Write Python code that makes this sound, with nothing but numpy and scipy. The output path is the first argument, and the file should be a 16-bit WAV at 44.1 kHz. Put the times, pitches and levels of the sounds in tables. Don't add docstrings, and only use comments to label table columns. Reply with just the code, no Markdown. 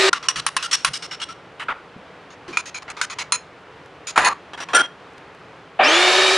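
import sys
import numpy as np
from scipy import signal
from scipy.fft import rfft, irfft, next_fast_len
from scipy.io import wavfile
from scipy.ndimage import uniform_filter1d, map_coordinates

SR = 44100
rng = np.random.default_rng(int(sys.argv[2]) if len(sys.argv) > 2 else 0)


def materialize(psi):
    bounded = np.clip(np.atleast_2d(psi).T, -1, 1)
    quanta = np.round(bounded * 32767).astype(np.int16)
    wavfile.write(sys.argv[1], SR, quanta)


N = 280917
T = np.arange(N) / SR

# times_shaft_speed, level_db, unsteadiness_radians
MOTOR_TONES = [(1.5, -28, 0.97), (2, -18.5, 0.4), (3.28, -36, 0.68), (3.44, -26, 0.45), (4, -20, 0.62),
               (4.66, -17.5, 0.32), (5.95, -21.5, 0.79), (6.2, -16.5, 0.3), (8, -21.5, 0.74),
               (10, -10.5, .3), (11.3, -30, .7), (20, -28, 0.35)]
# pitch_hz, width_hz, boost_db
WHINE_SWELLS = [(1286, 110, 7.5), (2850, 180, 6.5), (5260, 760, 16.5), (6300, 320, 13.5), (6800, 200, 9)]
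# pitch_hz, level_db
FIRST_GEAR_COLOR = [(59, -62), (100, -45), (214, -44), (307, -19), (382, -7), (457, -17), (605, -11.5),
                    (754, -13.5), (940, -10.5), (3890, -11.5), (5800, -19.5), (7990, -24), (11900, -41),
                    (15500, -78), (22000, -120)]
RESTART_GEAR_COLOR = [(59, -82), (100, -55), (289, -22), (360, -14), (467, -13.5), (739, -9.5), (1060, -10),
                      (1780, -13.5), (2050, -15), (2310, -10), (3180, -11), (3660, -12.5), (4380, -12),
                      (10400, -31.5), (11900, -47), (15500, -84), (22000, -120)]
# pitch_hz, width_hz, boost_db
HOUSING_MODES = [(597, 120, 7.5), (757, 41, 4), (1223, 74, 7.5), (1815, 330, 7.5), (2340, 180, 5.5),
                 (2810, 220, 3), (3626, 160, 5)]
CUP_MODES = [(1062, 200, 1.5), (1326, 170, 2.5), (2890, 300, 5), (3300, 200, 3), (3990, 330, 4),
             (5570, 520, 5), (8460, 240, 8), (9530, 330, 5.5)]
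DISH_MODES = [(988, 260, 3.9), (1343, 116, 3.1), (2480, 245, 7.3), (4150, 250, 9.1), (5230, 190, 6.3),
              (6680, 205, 17.6), (9230, 370, 10), (9970, 210, 13)]
BOWL_MODES = [(1398, 31, 20.4), (1695, 77, 9.4), (3220, 50, 16), (4861, 52, 5.8), (5760, 80, 21.7),
              (7360, 74, 17), (8780, 56, 23.6), (9600, 80, 18.6)]
# pitch_hz, level_db
CUP_KNOCK_COLOR = [(120, -31), (750, -19), (1100, 0.5), (3000, -8.5), (5800, -12.5), (9800, -22.5),
                   (12000, -41)]
CUP_SCRAPE_COLOR = [(120, -33.5), (700, -14), (1250, 0.5), (3000, -2), (5800, -5.5), (9500, -18.5),
                    (12000, -31)]
CUP_COUNTER_COLOR = [(120, -25), (600, -9), (1300, 2), (3000, -9), (5800, -33), (9500, -38), (12000, -55)]
DISH_KNOCK_COLOR = [(120, -27.5), (700, -21), (1000, -5), (1350, 1), (3000, -6), (4200, -7), (6600, -9),
                    (9500, -16), (11000, -26.5), (12000, -38.5)]
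DISH_SCRAPE_COLOR = [(120, -24), (500, -13), (1250, 3), (3000, -2.5), (5800, -8), (9500, -23.5),
                     (12000, -33)]
DISH_COUNTER_COLOR = [(120, -24.5), (450, -9), (900, -5), (1300, 1), (2200, -8.5), (3000, -15), (5800, -26),
                      (10000, -33), (12000, -55)]
BOWL_TOUCH_COLOR = [(120, -34), (300, -3.5), (1250, -0.5), (3000, -6.5), (5800, -19.5), (9000, -27.5),
                    (12000, -39)]
# start_s, level_db, brightness_db_per_octave, pitch_hz, freedom
CUP_KNOCKS = [(.1295, -17.5, -.6, 1392, 0.46), (.285, -20.3, 2, 5790, 1.4), (.397, -32.5, 2, 3920, .6),
              (.4645, -22.5, .5, 9600, 0.38), (.5655, -21.5, -0.5, 9600, 1.2), (.847, -19, -0.4, 9650, .5)]
CUP_SCRAPES = [(.14, -26.5, -2.5, 1144, 1), (.226, -30, -3, 1080, 1), (.357, -23.5, -1, 9450, .2),
               (.581, -29.5, -3, 2630, .5), (.624, -22.5, 2, 1377, 1.2), (.711, -21.5, 2.5, 8200, 0.93),
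               (.728, -14.5, 3, 5620, 0.82), (.933, -25, 3.5, 4990, 1.3), (1.022, -30.5, 0.5, 5340, 0.79),
               (1.11, -29, -1.8, 5430, 0.99), (1.198, -32.5, -1.5, 3110, 1), (1.214, -25, 0, 3300, 2),
               (1.286, -34, -1, 1350, 2.5)]
CUP_LANDINGS = [(1.595, -26.5, 3.5, 1390, .3), (1.683, -19, -2.5, 1424, .1)]
DISH_KNOCKS = [(2.571, -24, -1.7, 2400, 1.02), (2.901, -38.5, 1, 2600, .3),
               (3.0135, -23, -0.034, 1526, 0.18), (3.3215, -18.5, 0.67, 2660, 1.43)]
DISH_SCRAPES = [(2.302, -44.5, -1, 6600, 0.27), (2.478, -37, 0, 1065, .2), (2.526, -33.5, -2, 2400, 0.71),
                (2.656, -34, 3, 6460, .3), (2.743, -29, 1, 2310, 1.3), (2.82, -35.5, -0.5, 1080, .5),
                (2.878, -31.5, -7, 2240, .3), (2.966, -33, -1.5, 876, .3), (3.098, -29.5, 0.5, 1950, 0.89),
                (3.185, -24, 1.6, 2255, 0.59), (4.069, -26.5, 5, 6850, .7)]
DISH_LANDINGS = [(4.1765, -13, 0.33, 10240, 0.3)]
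DISH_SLIDES = [(4.158, -18.5, 0.48, 6900, .4), (4.2, -16.5, -0.21, 6970, 0.49), (4.245, -11.8, 2, 4350, 1),
               (4.29, -22.5, -1.5, 1160, 1)]
BOWL_TAPS = [(4.534, -33.5, -.5, 3260, .2), (4.687, -32, -.2, 1100, 0.37)]
BOWL_RUBS = [(4.574, -32.5, -0.5, 1510, .5), (4.6, -28, 1.4, 5630, 0.38), (4.732, -15.5, -1, 1624, 0.57),
             (4.746, -9, 3.5, 1483, 1.2), (4.775, -13.5, 0.5, 1500, 0.99), (4.794, -14, -3.5, 3260, 1.3),
             (4.82, -26.5, -1.5, 3280, 1.08)]
# start_s, level_db
BEATER_TICKS = [(3.86, -44), (5.135, -48), (5.18, -37.5), (5.349, -44.5), (5.395, -53)]
# start_s, level_db, pitch_hz, width_hz, fade_s (time to fall 60 dB)
COUNTER_BUMPS = [(0.359, -36.5, 145, 110, 0.31), (0.871, -34.5, 145, 79, 0.24), (1.96, -37, 180, 150, 0.15),
                 (2.48, -32.5, 322, 192, 0.28), (4.173, -30, 110, 240, 0.14)]
# pitch_hz, level_db
ROOM_COLOR = [(15, -65.5), (25, -34.5), (65, -10.5), (182, -2.5), (218, -12.5), (283, -4), (348, -6),
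              (450, -1.5), (525, -4), (613, -5.5), (1300, -7), (3040, -17), (9700, -42.5), (11900, -52),
              (15500, -94), (22000, -120)]
# pitch_hz, side_db
STEREO_WIDTH = [(100, -25), (400, -23), (1400, -20.5), (2800, -13.5), (5600, -10.5), (9500, -5.5)]

FIRST_CUT_S, SLICE_S = 0.094, 0.04415
RESTART_S = 5.789


def mixer(speed_hz, level_db, gear_color, gears_db, tones_db, hum_db, whine_db, rattle_db, low_cut_hz):
    shaft_hz = speed_hz * (1 + 0.00093 * wobble(40))
    angle = 2 * np.pi * np.cumsum(shaft_hz) / SR
    pace = np.clip(shaft_hz / 375, 0, 1.1)
    grind = noise(lambda hz: amp(curve_at(gear_color, hz)) * resonances(HOUSING_MODES, hz), size=N)
    dull = signal.sosfiltfilt(signal.butter(4, 3300, fs=SR, output="sos"), grind)
    grind = dull + (grind - dull) * pace ** 4
    beater_load = np.cos(angle / 19)
    rattle = unit(amp(rattle_db * np.cos(angle) + 0.16 * beater_load + 0.53 * wobble(300)))
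    hum_gain = amp(hum_db + beater_load + 1.6 * wobble(22)) * pace ** 4
    hum = hum_gain * np.sin(angle + 0.49 * wobble(45))
    strain = np.clip(1 - pace, 0, 0.4)
    chatter = 5.6 * strain * wobble(350)
    tones = np.zeros(N)
    for multiple, db, unsteady in MOTOR_TONES:
        lift_db = whine_db * multiple / 20
        swell = resonances(WHINE_SWELLS, multiple * shaft_hz)
        gain = amp(db + lift_db + 4.9 * unsteady * wobble(25)) * swell
        tones += gain * np.sin(multiple * angle + unsteady * wobble(45) + chatter * multiple / 14)
    gears = amp(gears_db) * grind * rattle
    motor = np.sqrt(2) * (hum + amp(tones_db) * np.sqrt(pace) * tones)
    low_cut = signal.butter(2, low_cut_hz, "high", fs=SR, output="sos")
    return amp(level_db) * signal.sosfilt(low_cut, gears + motor)


def spin_up(full_hz, surge_hz, surge_s, creep_hz, creep_s):
    slice_middle = next_cut(T) - SLICE_S / 2
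    glide = 0.375
    running_s = np.maximum(slice_middle + glide * (T - slice_middle) - RESTART_S, 0)
    speed_hz = full_hz - surge_hz * np.exp(-running_s / surge_s) - creep_hz * np.exp(-running_s / creep_s)
    breaking_free = 1 - 0.58 * np.exp(-np.maximum(T - RESTART_S, 0) / 0.018)
    return breaking_free * uniform_filter1d(speed_hz, size=180)


def start_jolt(start_s, level_db, pitch_hz, width_hz, swell_s):
    track, t = np.zeros((2, N)), np.arange(2048) / SR
    ring = noise_band(pitch_hz, width_hz, size=len(t))
    swell = (t / swell_s) ** 2 * np.exp(2 * (1 - t / swell_s))
    add(track, start_s, amp(level_db) * ring * swell)
    return track


def bowl():
    glass = dict(modes=BOWL_MODES, tail_db=-19, tail_db_per_s=226, dull_hz=4000)
    taps = touches(BOWL_TAPS, BOWL_TOUCH_COLOR, spot_db=14, purity=0.05, fade_db_per_s=128,
                   click_db=12, click_s=0.0022, **glass)
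    rubs = touches(BOWL_RUBS, BOWL_TOUCH_COLOR, spot_db=10.5, purity=0.15, fade_db_per_s=100, **glass)
    return taps + rubs


def cup():
    body = dict(modes=CUP_MODES, tail_db=-17.5, tail_db_per_s=150, dull_hz=6980)
    knocks = touches(CUP_KNOCKS, CUP_KNOCK_COLOR, spot_db=13, purity=0.2, fade_db_per_s=169.5,
                     click_db=15, click_s=0.0043, **body)
    scrapes = touches(CUP_SCRAPES, CUP_SCRAPE_COLOR, spot_db=11.5, purity=0.08,
                      fade_db_per_s=117.5, **body)
    landing = touches(CUP_LANDINGS, CUP_COUNTER_COLOR, spot_db=7.5, purity=0.05,
                      fade_db_per_s=124, **body)
    return knocks + scrapes + landing


def dish():
    body = dict(modes=DISH_MODES, tail_db=-16.5, tail_db_per_s=310, dull_hz=4070)
    knocks = touches(DISH_KNOCKS, DISH_KNOCK_COLOR, spot_db=9.5, purity=0.25, fade_db_per_s=109,
                     click_db=14.5, click_s=0.0041, **body)
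    scrapes = touches(DISH_SCRAPES, DISH_SCRAPE_COLOR, spot_db=10.5, purity=0.056,
                      fade_db_per_s=116, **body)
    landing = touches(DISH_LANDINGS, DISH_COUNTER_COLOR, spot_db=12, purity=0.05, fade_db_per_s=130,
                      click_db=13, click_s=0.0033, **body)
    slides = touches(DISH_SLIDES, DISH_COUNTER_COLOR, spot_db=11, purity=0.14, fade_db_per_s=66, **body)
    return knocks + scrapes + landing + slides


def touches(rows, touch_color, modes, spot_db, purity, fade_db_per_s, tail_db, tail_db_per_s, dull_hz,
            click_db=None, click_s=None):
    track, t = np.zeros((2, N)), np.arange(8192) / SR
    for start_s, level_db, brightness, pitch_hz, freedom in rows:
        length_s = next_cut(start_s + 0.005) - start_s
        spot = [(pitch_hz, 60 + 0.04 * pitch_hz, spot_db)]
        echo_s = rng.uniform(0.000595, 0.0016)
        tone_share = min(purity * freedom, 1)

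        def color(hz):
            push = amp(curve_at(touch_color, hz) + brightness * np.log2(1 + hz / 300))
            wall_echo = np.abs(1 + 0.33 * np.exp(-2j * np.pi * hz * echo_s))
            return push * resonances(modes, hz) ** freedom * resonances(spot, hz) * wall_echo

        def voice(shape):
            scratch = noise(shape, size=len(t))
            tones = ringing(list(modes) + spot, shape, size=len(t))
            return np.sqrt(1 - tone_share) * scratch + np.sqrt(tone_share) * tones

        loudness = amp(-fade_db_per_s * t) * np.clip(t / 0.0029, 0, 1)
        if click_db is not None:
            click = amp(click_db) * np.exp(-t / click_s) * np.clip(t / 0.0011, 0, 1)
            loudness = np.hypot(loudness, click)
        tail = voice(lambda hz: color(hz) / np.hypot(1, hz / dull_hz))
        tail *= amp(tail_db - tail_db_per_s * (t - length_s))
        ring = voice(color) * loudness
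        past_cut = np.clip((t - length_s) / 0.0041, 0, 1)
        add(track, start_s, amp(level_db) * (ring * (1 - past_cut) + tail * past_cut))
    return track


def ringing(modes, color, size):
    hz, width_hz, _ = np.transpose(modes)[:, :, None]
    gain = color(hz) * np.sqrt(width_hz) * amp(rng.normal(0, 1.4, hz.shape))
    drift = np.cumsum(rng.normal(0, 0.021, (len(hz), size)), axis=1)
    phase = 2 * np.pi * (hz * np.arange(size) / SR + rng.random(hz.shape)) + drift
    spread = np.arctan(amp(curve_at(STEREO_WIDTH, hz))) * rng.choice([-1, 1], hz.shape)
    return unit(np.array([np.sum(gain * np.sin(phase + side * spread), axis=0) for side in (-1, 1)]))


def counter_bumps():
    track, t = np.zeros((2, N)), np.arange(SR // 4) / SR
    for start_s, level_db, pitch_hz, width_hz, fade_s in COUNTER_BUMPS:
        thud = noise_band(pitch_hz, width_hz, size=len(t))
        add(track, start_s, amp(level_db - 60 * t / fade_s) * thud * np.clip(t / 0.0047, 0, 1))
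    return track


def beater_ticks(bright_hz, fade_s):
    track, t = np.zeros((2, N)), np.arange(SR // 30) / SR
    for start_s, level_db in BEATER_TICKS:
        tick = noise(lambda hz: hz / (hz + 700) / (1 + (hz / bright_hz) ** 2), size=len(t))
        add(track, start_s, amp(level_db - 60 * t / fade_s) * tick)
    return track


def kitchen(level_db):
    gain = amp(level_db + 0.43 * wobble(9) + 0.3 * wobble(12))
    return gain * noise(lambda hz: amp(curve_at(ROOM_COLOR, hz)), size=N)


def next_cut(time_s):
    return FIRST_CUT_S + SLICE_S * np.ceil((time_s - FIRST_CUT_S) / SLICE_S)


def resonances(peaks, hz):
    boost = sum((amp(abs(db)) ** 2 - 1) / (1 + (2 * (hz - center) / width) ** 2) ** 2
                for center, width, db in peaks)
    return np.sqrt(1 + boost)


def noise(color, size):
    hz = np.fft.rfftfreq(size, 1 / SR)
    spectrum = color(hz) * np.exp(2j * np.pi * rng.random((2, len(hz))))
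    middle, side = irfft(spectrum * [np.ones(len(hz)), amp(curve_at(STEREO_WIDTH, hz))], size)
    return unit(np.array([middle + side, middle - side]))


def noise_band(pitch_hz, width_hz, size):
    return noise(lambda hz: 1 / (1 + (2 * (hz - pitch_hz) / width_hz) ** 2), size)


def wobble(per_second):
    points = rng.standard_normal(int(N * per_second / SR) + 4)
    coarse_s = T[::16]
    return np.interp(T, coarse_s, map_coordinates(points, [coarse_s * per_second]))


def curve_at(points, hz):
    pitches, values = np.transpose(points)
    return np.interp(np.log(hz + 1), np.log(pitches + 1), values)


def amp(db):
    return 10 ** (np.asarray(db) / 20)


def unit(sound):
    return sound / np.sqrt(np.mean(sound ** 2) + 1e-20)


def add(track, start_s, sound):
    part = track[:, max(round(start_s * SR), 0):][:, :sound.shape[-1]]
    part += sound[..., :part.shape[1]]


def scene():
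    first_run = mixer(speed_hz=386.3, level_db=-17.5, gear_color=FIRST_GEAR_COLOR, gears_db=1.5,
                      tones_db=-10.5, hum_db=-4.5, whine_db=17.5, rattle_db=1, low_cut_hz=170)
    first_run *= np.clip((0.098 - T) / 0.0058, 0, 1)
    speed_hz = spin_up(full_hz=385.9, surge_hz=220, surge_s=0.066, creep_hz=47, creep_s=0.27)
    effort_db = -12.5 - 7 * np.maximum(T - RESTART_S, 0)
    second_run = mixer(speed_hz, effort_db, RESTART_GEAR_COLOR, gears_db=-0.2,
                       tones_db=1, hum_db=-8, whine_db=0.5, rattle_db=0.5, low_cut_hz=224)
    second_run *= np.clip((T - RESTART_S) / 0.013, 0, 1)
    jolt = start_jolt(start_s=5.792, level_db=-11.5, pitch_hz=756, width_hz=110, swell_s=0.012)
    clatter = cup() + dish() + bowl()
    background = counter_bumps() + beater_ticks(bright_hz=2500, fade_s=0.016) + kitchen(level_db=-44)
    return first_run + second_run + jolt + clatter + background


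def record(dry):
    softened = dry / (1 + np.abs(dry) ** 8) ** (1 / 8)
    size = next_fast_len(N + SR // 4)
    hz = np.fft.rfftfreq(size, 1 / SR)
    treble_cut = 1 / (1 + (hz / 11750) ** 80)
    return irfft(rfft(softened, size) * treble_cut, size)[:, :N]


dry = scene()
out = record(dry)
materialize(out)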